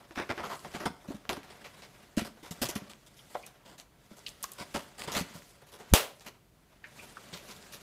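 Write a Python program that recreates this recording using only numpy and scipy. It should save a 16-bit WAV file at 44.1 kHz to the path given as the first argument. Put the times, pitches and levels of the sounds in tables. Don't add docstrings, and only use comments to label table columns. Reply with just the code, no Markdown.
import sys
import numpy as np
from scipy import signal
from scipy.fft import rfft, irfft, next_fast_len
from scipy.io import wavfile

SR = 44100
rng = np.random.default_rng(int(sys.argv[2]) if len(sys.argv) > 2 else 0)


def convert_level_to_amplitude(level_db):
    exponent = np.asarray(level_db, float) / 20
    return 10 ** exponent


def master(y):
    cut = np.clip(np.atleast_2d(y).T, -1, 1)
    pcm = np.round(cut * 32767)
    wavfile.write(sys.argv[1], SR, pcm.astype(np.int16))


N = 344844

# mode_hz, width_hz, gain_db
BOX_MODES = [(70, 19, -0.5), (126, 80, -0.5), (205, 69, 4), (324, 123, 0.5), (416, 113, 1.5),
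             (579, 58, 1.5), (707, 74, 0), (901, 173, 0.5), (977, 131, 3), (1157, 160, -1.5),
             (1353, 150, 1.5), (1600, 260, 0), (1960, 246, 2.5), (2260, 384, 2), (2900, 770, 1),
             (3500, 470, 5), (3950, 930, 1), (4940, 830, 3), (5900, 1820, 1), (7840, 2960, 1.5),
             (10330, 4000, 0), (13300, 5000, -6.5)]
# start_s, cardboard_rub_db, paper_rustle_db
SLIDE_LEVELS = [(0.0, -55, -75), (0.11, -67, -67), (0.35, -50, -62), (0.59, -64.5, -55.5),
                (0.74, -49.5, -58), (0.89, -63, -67), (1.13, -63, -71), (1.33, -53.5, -74),
                (1.52, -54.5, -63), (1.96, -61, -64.5), (2.2, -63, -71), (2.5, -66, -67), (2.63, -52, -58),
                (2.72, -41.5, -64.5), (3.01, -67, -69.5), (3.4, -63.5, -58), (3.85, -57, -101.5),
                (4.05, -67, -68), (4.62, -59.5, -61), (4.79, -61, -55), (5.03, -55, -69.5),
                (5.16, -36, -53), (5.23, -49, -62), (5.38, -59, -60), (5.49, -68.5, -57.5),
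                (5.71, -61.5, -82), (5.92, -55.5, -61), (6.16, -79, -63), (6.32, -59, -73.5),
                (6.45, -68.5, -93.5), (6.82, -63, -74.5), (6.99, -58.5, -55), (7.08, -59.5, -57.5),
                (7.4, -57.5, -62), (7.51, -56, -53), (7.82, -58, -61)]


def rms_one(x):
    return x / np.sqrt(np.mean(x ** 2) + 1e-20)


def coloured(spectrum):
    size = next_fast_len(N)
    hz = np.arange(1, size // 2 + 2) * SR / size
    points_hz, db = np.transpose(spectrum)
    shape = convert_level_to_amplitude(np.interp(np.log(hz), np.log(points_hz), db))
    white = rng.standard_normal(size)
    return rms_one(irfft(rfft(white) * shape, size)[:N])


def grains(per_s, spread_db):
    sizes = convert_level_to_amplitude(spread_db * np.minimum(rng.exponential(1, N), 4))
    signs = rng.choice([-1, 1], N)
    happens = rng.random(N) < per_s / SR
    return rms_one(sizes * signs * happens)


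def resonate(x, hz, width_hz):
    r = np.exp(-np.pi * width_hz / SR)
    zeros = [(1 - r * r) / 2, 0, (r * r - 1) / 2]
    poles = [1, -2 * r * np.cos(2 * np.pi * hz / SR), r * r]
    return signal.lfilter(zeros, poles, x + 1e-18)


def body(drives):
    out = np.zeros(N)
    for k, ((hz, width_hz, db), drive) in enumerate(zip(BOX_MODES, drives)):
        out = out + (-1) ** k * convert_level_to_amplitude(db) * resonate(drive, hz, width_hz)
    return out


def across_modes(reach, parts_db):
    hz, drive_db, part = np.transpose(reach)
    log_modes = np.log(np.array(BOX_MODES)[:, 0])
    drive_db = np.interp(log_modes, np.log(hz), drive_db)
    part = np.interp(log_modes, np.log(hz), part)
    count = np.shape(parts_db)[1]
    weights = np.array([np.interp(part, np.arange(count), one) for one in np.eye(count)])
    return drive_db + parts_db @ weights


def fade(t60, rise_s):
    t = np.arange(int(np.clip(t60, .01, .6) * SR)) / SR
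    return (1 - np.exp(-t / max(rise_s, 1e-4))) * convert_level_to_amplitude(-60 * t / max(t60, .01))


def add(track, s, piece):
    i = int(np.clip(round(s * SR), 0, N - 1))
    track[..., i:i + piece.shape[-1]] += piece[..., :N - i]


def stroke(hold_s):
    rise_s, swell_share = 0.0004, .12
    sag_db_per_s, release_s, release_bend = 60, 0.062, 1.63
    hold_s = max(hold_s, 0)
    t = np.arange(int((hold_s + release_s) * SR)) / SR
    swell = 1 - np.exp(-t / (rise_s + swell_share * hold_s))
    release_db = 43.6 * (np.maximum(t - hold_s, 0) / release_s) ** release_bend
    return swell * convert_level_to_amplitude(-sag_db_per_s * t - release_db)


def contacts():
    # start_s, hold_s, panel_db, edge_db, paper_db
    touches = [(0, 0.01, -54.5, -70, -69), (0.109, 0.0033, -49.5, -55, -68),
               (0.152, 0.012, -43, -45.5, -56.5), (0.173, 0.047, -37.5, -39.5, -61.5),
               (0.29, 0.015, -33, -36, -57), (0.3716, 0.036, -38, -45, -69),
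               (0.4286, 0.035, -38, -43.5, -56), (0.4934, 0.025, -39, -45, -53),
               (0.526, 0.022, -49.5, -53, -59), (0.645, 0.0045, -40.5, -51, -64),
               (0.736, 0.031, -41, -48, -54), (0.794, 0.039, -38, -47, -54),
               (0.8534, 0.0031, -28, -37, -41.5), (1.0414, 0.0074, -48.5, -74, -64),
               (1.078, 0.015, -51, -57.5, -59), (1.107, 0.016, -49.5, -65, -62),
               (1.144, 0.013, -58, -58, -61), (1.248, 0.003, -55, -69, -73),
               (1.2923, 0.0036, -31.5, -36, -45.5), (1.319, 0.013, -42, -49, -50.5),
               (1.359, 0.0035, -45, -55, -58), (1.433, 0.003, -54, -58, -61),
               (1.5, 0.0033, -52, -52.5, -62), (1.64, 0.024, -49, -47, -59),
               (1.817, 0.027, -53.5, -49.5, -61.5), (2.166, 0.019, -41.5, -42, -43),
               (2.178, 0.0087, -40, -40, -52), (2.21, 0.01, -50, -46, -53.5),
               (2.244, 0.023, -46.5, -55.5, -51.5), (2.367, 0.003, -54, -63, -79),
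               (2.4253, 0.051, -49.5, -52.5, -55.5), (2.5077, 0.003, -48, -50.5, -42),
               (2.615, 0.011, -32, -37, -30), (2.652, 0.0084, -51, -44, -44),
               (2.687, 0.0027, -45, -43.5, -36.5), (2.7515, 0.0063, -44, -44.5, -44),
               (2.895, 0.0063, -56.5, -51.5, -53), (3.063, 0.0045, -60, -66, -58.5),
               (3.163, 0.02, -69, -60, -61), (3.297, 0.033, -58, -70, -60.5),
               (3.344, 0.0034, -44, -48.5, -64), (3.46, 0.0033, -54, -59, -55),
               (3.647, 0.092, -52.5, -60, -61), (3.777, 0.029, -58.5, -57, -55),
               (4.102, 0.024, -56, -62, -65), (4.165, 0.017, -55.5, -66, -60),
               (4.262, 0.028, -60, -61, -50.5), (4.4287, 0.0045, -55, -52, -39),
               (4.518, 0.003, -60, -65, -51.5), (4.579, 0.043, -43.5, -45.5, -50),
               (4.739, 0.022, -34.5, -37.5, -44.5), (4.791, 0.003, -49, -48, -57),
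               (4.9757, 0.065, -46, -47, -48), (5.0735, 0.018, -35.5, -43.5, -50),
               (5.116, 0.027, -41, -45, -42.5), (5.148, 0.013, -38.5, -32, -47),
               (5.163, 0.023, -38.5, -39.5, -37.5), (5.204, 0.003, -53, -46, -51),
               (5.335, 0.046, -51, -59.5, -51.5), (5.614, 0.003, -53.5, -65, -66),
               (5.662, 0.036, -63, -65, -62), (5.717, 0.039, -53.5, -58.5, -57.5),
               (5.785, 0.038, -51, -58, -59), (6.204, 0.014, -58.5, -61, -59),
               (6.247, 0.005, -52, -63, -64), (6.2606, 0.016, -49, -48, -51.5),
               (7.3235, 0.024, -46.5, -49, -52.5), (7.355, 0.038, -76, -51, -59),
               (7.498, 0.02, -51.5, -50.5, -56), (7.72, 0.027, -55, -52.5, -50.5)]
    # mode_hz, drive_db, leading_part (0 panel, 1 edge, 2 paper)
    contact_reach = [(150.3, 7.5, -0.1), (850, 14.5, 0), (1600, 8, 0.26), (2800, 8, 1.35), (4500, 8, 1.45),
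                     (8160, 5.5, 1.98)]
    rows = np.array(touches)
    slips = grains(6000, spread_db=3.5) + 0.8 * grains(350, spread_db=2.5)
    mode_db = across_modes(contact_reach, rows[:, 2:])
    mode_db = mode_db + rng.normal(0, 1.3, mode_db.shape)
    shake = np.zeros((len(BOX_MODES), N))
    for row, db in zip(rows, mode_db):
        add(shake, row[0], convert_level_to_amplitude(db)[:, None] * stroke(row[1]))
    return body(shake * slips)


def thuds():
    # start_s, level_db, pitch_hz
    pushes = [(0.107, -40.5, 328), (0.174, -27.5, 266), (0.197, -28, 336), (0.299, -28.5, 246),
              (0.32, -34, 334), (0.376, -34, 347), (0.401, -47, 183), (0.65, -44, 350), (0.747, -30.5, 240),
              (0.811, -36, 330), (0.857, -26, 278), (0.903, -39, 175), (1.085, -32, 200),
              (1.104, -28.5, 271), (1.145, -32, 211), (1.291, -31, 254), (1.325, -30, 396),
              (1.374, -33, 295), (2.173, -16.5, 219), (2.219, -27.5, 222), (2.429, -40.5, 321),
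              (2.509, -33.5, 169), (2.617, -23.5, 243), (2.641, -35.5, 129), (2.69, -29.5, 350),
              (2.757, -25, 205), (2.82, -37, 198), (4.114, -39.5, 210), (4.608, -38.5, 205),
              (4.746, -28.5, 218), (4.761, -35, 163), (5.073, -37, 157), (5.163, -27.5, 204),
              (5.209, -27.5, 177), (5.353, -37.5, 171), (6.261, -51, 213), (7.33, -38, 177)]
    thud_cycles = 15.1
    out = np.zeros(N)
    phases = rng.uniform(0, 2 * np.pi, (len(pushes), 2))
    for (s, db, hz), phase in zip(pushes, phases):
        shape = fade(thud_cycles / hz, rise_s=0.00094)
        turn = 2 * np.pi * np.arange(len(shape)) / SR
        tones = np.sin(hz * turn) + 0.4 * np.sin(1.426 * hz * turn + phase[0])
        tones = tones + 0.23 * np.sin(75 * turn + phase[1])
        tones = tones + 0.31 * shape * np.sin(2.69 * hz * turn + phase.sum())
        add(out, s, convert_level_to_amplitude(db) * shape * tones)
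    return out


def snaps():
    # start_s, peak_db, centre_hz
    loud_snaps = [(0.1097, -35, 1400), (0.159, -31, 1600), (0.1761, -25, 1500), (0.188, -27, 1490),
                  (0.1998, -21, 1400), (0.2936, -28, 1600), (0.305, -21, 1300), (0.3136, -20, 1200),
                  (0.3223, -24, 1600), (0.379, -26, 1490), (0.4052, -27, 1400), (0.648, -29, 1300),
                  (0.7529, -26, 2200), (0.8601, -22, 1130), (1.2533, -35.5, 1300), (1.293, -14, 2800),
                  (1.3688, -31, 1100), (1.4321, -37, 2630), (1.6495, -39, 2350), (2.2176, -33, 2900),
                  (2.5134, -43, 6700), (2.6548, -38, 6600), (2.69, -24, 8700), (2.763, -25, 1830),
                  (2.9348, -34.5, 2900), (3.4654, -28.5, 9000), (3.6625, -39, 3500), (3.7995, -33, 4500),
                  (4.1923, -36.5, 5840), (4.2841, -28.5, 3400), (4.2912, -29, 5900), (4.428, -20.5, 9500),
                  (4.4322, -20.5, 10700), (4.4415, -16, 6160), (4.5183, -25, 11400), (4.5351, -31, 9200),
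                  (4.7485, -36, 1400), (4.8075, -37, 3750), (5.082, -39, 1100), (5.0015, -39, 3500),
                  (5.0202, -22, 2340), (5.12, -22, 5500), (5.2075, -32, 3000), (6.1971, -39, 5170),
                  (7.336, -34.5, 3730), (7.51, -38, 3500), (7.5644, -37, 3660)]
    faint_count, above_db, spread_db, low_hz, high_hz = 70, 15, 2.5, 1500, 8000
    out = np.zeros(N)
    when, size, pitch = rng.random((faint_count, 3)).T
    when_s = when * N / SR
    levels = np.array(SLIDE_LEVELS)
    rustle_db = np.interp(when_s, levels[:, 0], levels[:, 2])
    faint_db = rustle_db + above_db - spread_db * np.log(1 - size * .95)
    faint_hz = low_hz * (high_hz / low_hz) ** pitch
    faint = np.transpose([when_s, faint_db, faint_hz])
    for s, db, hz in [*loud_snaps, *faint]:
        cycles = np.arange(int(8.0 * SR / hz)) * hz / SR
        front = 1 - np.exp(-cycles / .06)
        decay = np.exp(-1.6 * cycles * (2000 / hz) ** .5)
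        wave = front * decay * np.cos(2 * np.pi * (cycles - .1))
        add(out, s, -convert_level_to_amplitude(db) * wave / np.abs(wave).max())
    return out


def ticks():
    # start_s, level_db, pitch_hz, width_hz, t60_s
    taut_spots = [(.178, -31, 1500, 1100, .22), (.298, -29, 1500, 1200, .1), (.38, -34, 1500, 1200, .15),
                  (.434, -31, 1100, 500, .14), (.5, -32, 1000, 400, .2), (.522, -29, 1000, 350, .12),
                  (1.108, -36, 620, 300, .07), (2.25, -38, 600, 250, .08), (3.352, -20, 620, 250, .06),
                  (3.352, -23, 900, 400, .05), (3.394, -37, 620, 200, .06), (3.19, -46, 3100, 700, .07),
                  (3.432, -42, 2430, 600, .1), (4.263, -28, 2800, 800, .06), (4.263, -28, 4200, 1400, .045),
                  (4.439, -26, 1150, 550, .05), (6.84, -33, 1850, 750, .08), (6.99, -41, 2450, 350, .16),
                  (7.169, -33, 1250, 550, .06), (7.336, -34, 3600, 3000, .07),
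                  (7.51, -35, 4500, 3500, .035), (7.735, -43, 1790, 300, .06)]
    out = np.zeros(N)
    noises = rng.standard_normal((len(taut_spots), SR // 4))
    for (s, db, hz, width_hz, t60), noise in zip(taut_spots, noises):
        shape = fade(t60, rise_s=0.0012)
        rung = rms_one(resonate(resonate(noise, hz, width_hz), hz, width_hz))
        add(out, s, convert_level_to_amplitude(db - 6) * shape * rung[-len(shape):])
    return out


def slide():
    # mode_hz, drive_db, paper_share (0-1)
    slide_reach = [(189, 16.0, 0.5), (800, 15, 0.2), (2800, 7, 0.4), (9000, 4, .95)]
    s, cardboard_db, paper_db = np.transpose(SLIDE_LEVELS)
    steps = np.arange(0, N + 700, 700)
    grip_db = 1.7 * rng.standard_normal(len(steps))
    grip_db = grip_db + 1.2 * rng.standard_normal((len(BOX_MODES), len(steps)))
    parts_db = np.transpose([np.interp(steps / SR, s, db) for db in (cardboard_db, paper_db)])
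    level_db = across_modes(slide_reach, parts_db).T + grip_db
    rub = grains(9000, spread_db=-0.5)
    return body([np.interp(np.arange(N), steps, convert_level_to_amplitude(db)) * rub for db in level_db])


def slap():
    # start_s, height (1 = full scale), length_s
    lobes = [(5.914, 0.04, 0.014), (5.927, -0.24, 0.0067), (5.935, 0.19, 0.0048), (5.9368, 0.41, 0.0028),
             (5.9379, -0.12, 0.011)]
    # freq_hz, relative density_db (per Hz)
    slap_colour = [(150, -35), (250, -10), (570, -3), (1300, -6), (1900, -8), (3080, -5), (5000, -10),
                   (12300, -13), (15700, -17)]
    slap_s, crack_db, rattle_db, ring_db = 5.937, -5.5, -18, -11
    out, ring = np.zeros(N), np.zeros(N)
    colour = coloured(slap_colour)
    for s, height, length_s in lobes:
        add(out, s, height * np.hanning(int(length_s * SR)))
    crack = fade(.012, rise_s=.0001) * colour[:int(.012 * SR)]
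    add(out, slap_s, convert_level_to_amplitude(crack_db) * crack)
    dull_fade = fade(.3, rise_s=0.0072)
    bright_fade = fade(.26, rise_s=0.0031)
    noise = colour[SR:SR + len(dull_fade)]
    dull = signal.sosfilt(signal.butter(2, 5000, fs=SR, output="sos"), noise)
    bright = (noise - dull)[:len(bright_fade)]
    add(out, slap_s, convert_level_to_amplitude(rattle_db) * dull_fade * dull)
    add(out, slap_s, convert_level_to_amplitude(rattle_db) * bright_fade * bright)
    add(ring, slap_s, convert_level_to_amplitude(ring_db) * fade(.42, rise_s=0.0049))
    return out + resonate(ring * rng.standard_normal(N), 570, 180)


def room(x):
    t60_s, wall_cut_hz = .45, 9000
    size = next_fast_len(N + SR)
    bins = np.arange(size // 2 + 1)
    turn = -2j * np.pi * bins / size
    dull = 1 / (1 + (bins * SR / size / wall_cut_hz) ** 2) ** 0.067
    lags = (rng.uniform(.012, 0.046, 16) * SR).astype(int)
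    tail = 0
    for k, lag in enumerate(lags):
        loop = convert_level_to_amplitude(-60 * lag / SR / t60_s) * dull * np.exp(turn * lag)
        tail = tail + (-1) ** k * loop / (1 - loop)
    for lag in (47, 131, 223):
        tail = tail * (np.exp(turn * lag) - .6) / (1 - 0.52 * np.exp(turn * lag))
    return irfft(rfft(x, size) * tail, size)[:N]


def hush():
    # freq_hz, relative level_db
    hush_colour = [(15, -54.5), (25, -16), (43, -1), (64, -5.5), (86, -12), (133, -1.5), (221, -12.5),
                   (297, -12), (445, -17), (762, -21.5), (848, -28), (15500, -32.5)]
    return convert_level_to_amplitude(-64.5) * coloured(hush_colour)


def scene():
    box = contacts() + thuds() + ticks() + snaps()
    blow = slap()
    wet = room(convert_level_to_amplitude(-28) * box + convert_level_to_amplitude(-39) * blow)
    wet = signal.sosfilt(signal.butter(2, 190, "high", fs=SR, output="sos"), wet)
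    return (box + blow + wet + slide() + hush())[None]


def top_cut(x):
    return signal.sosfilt(signal.butter(12, 16550, fs=SR, output="sos"), x)


def record(dry):
    low_pass = signal.cheby2(12, 26, 15800, fs=SR, output="sos")
    mix = np.clip(signal.sosfilt(low_pass, dry), -.97, .97)
    return top_cut(mix)


dry = scene()
out = record(dry)
master(out)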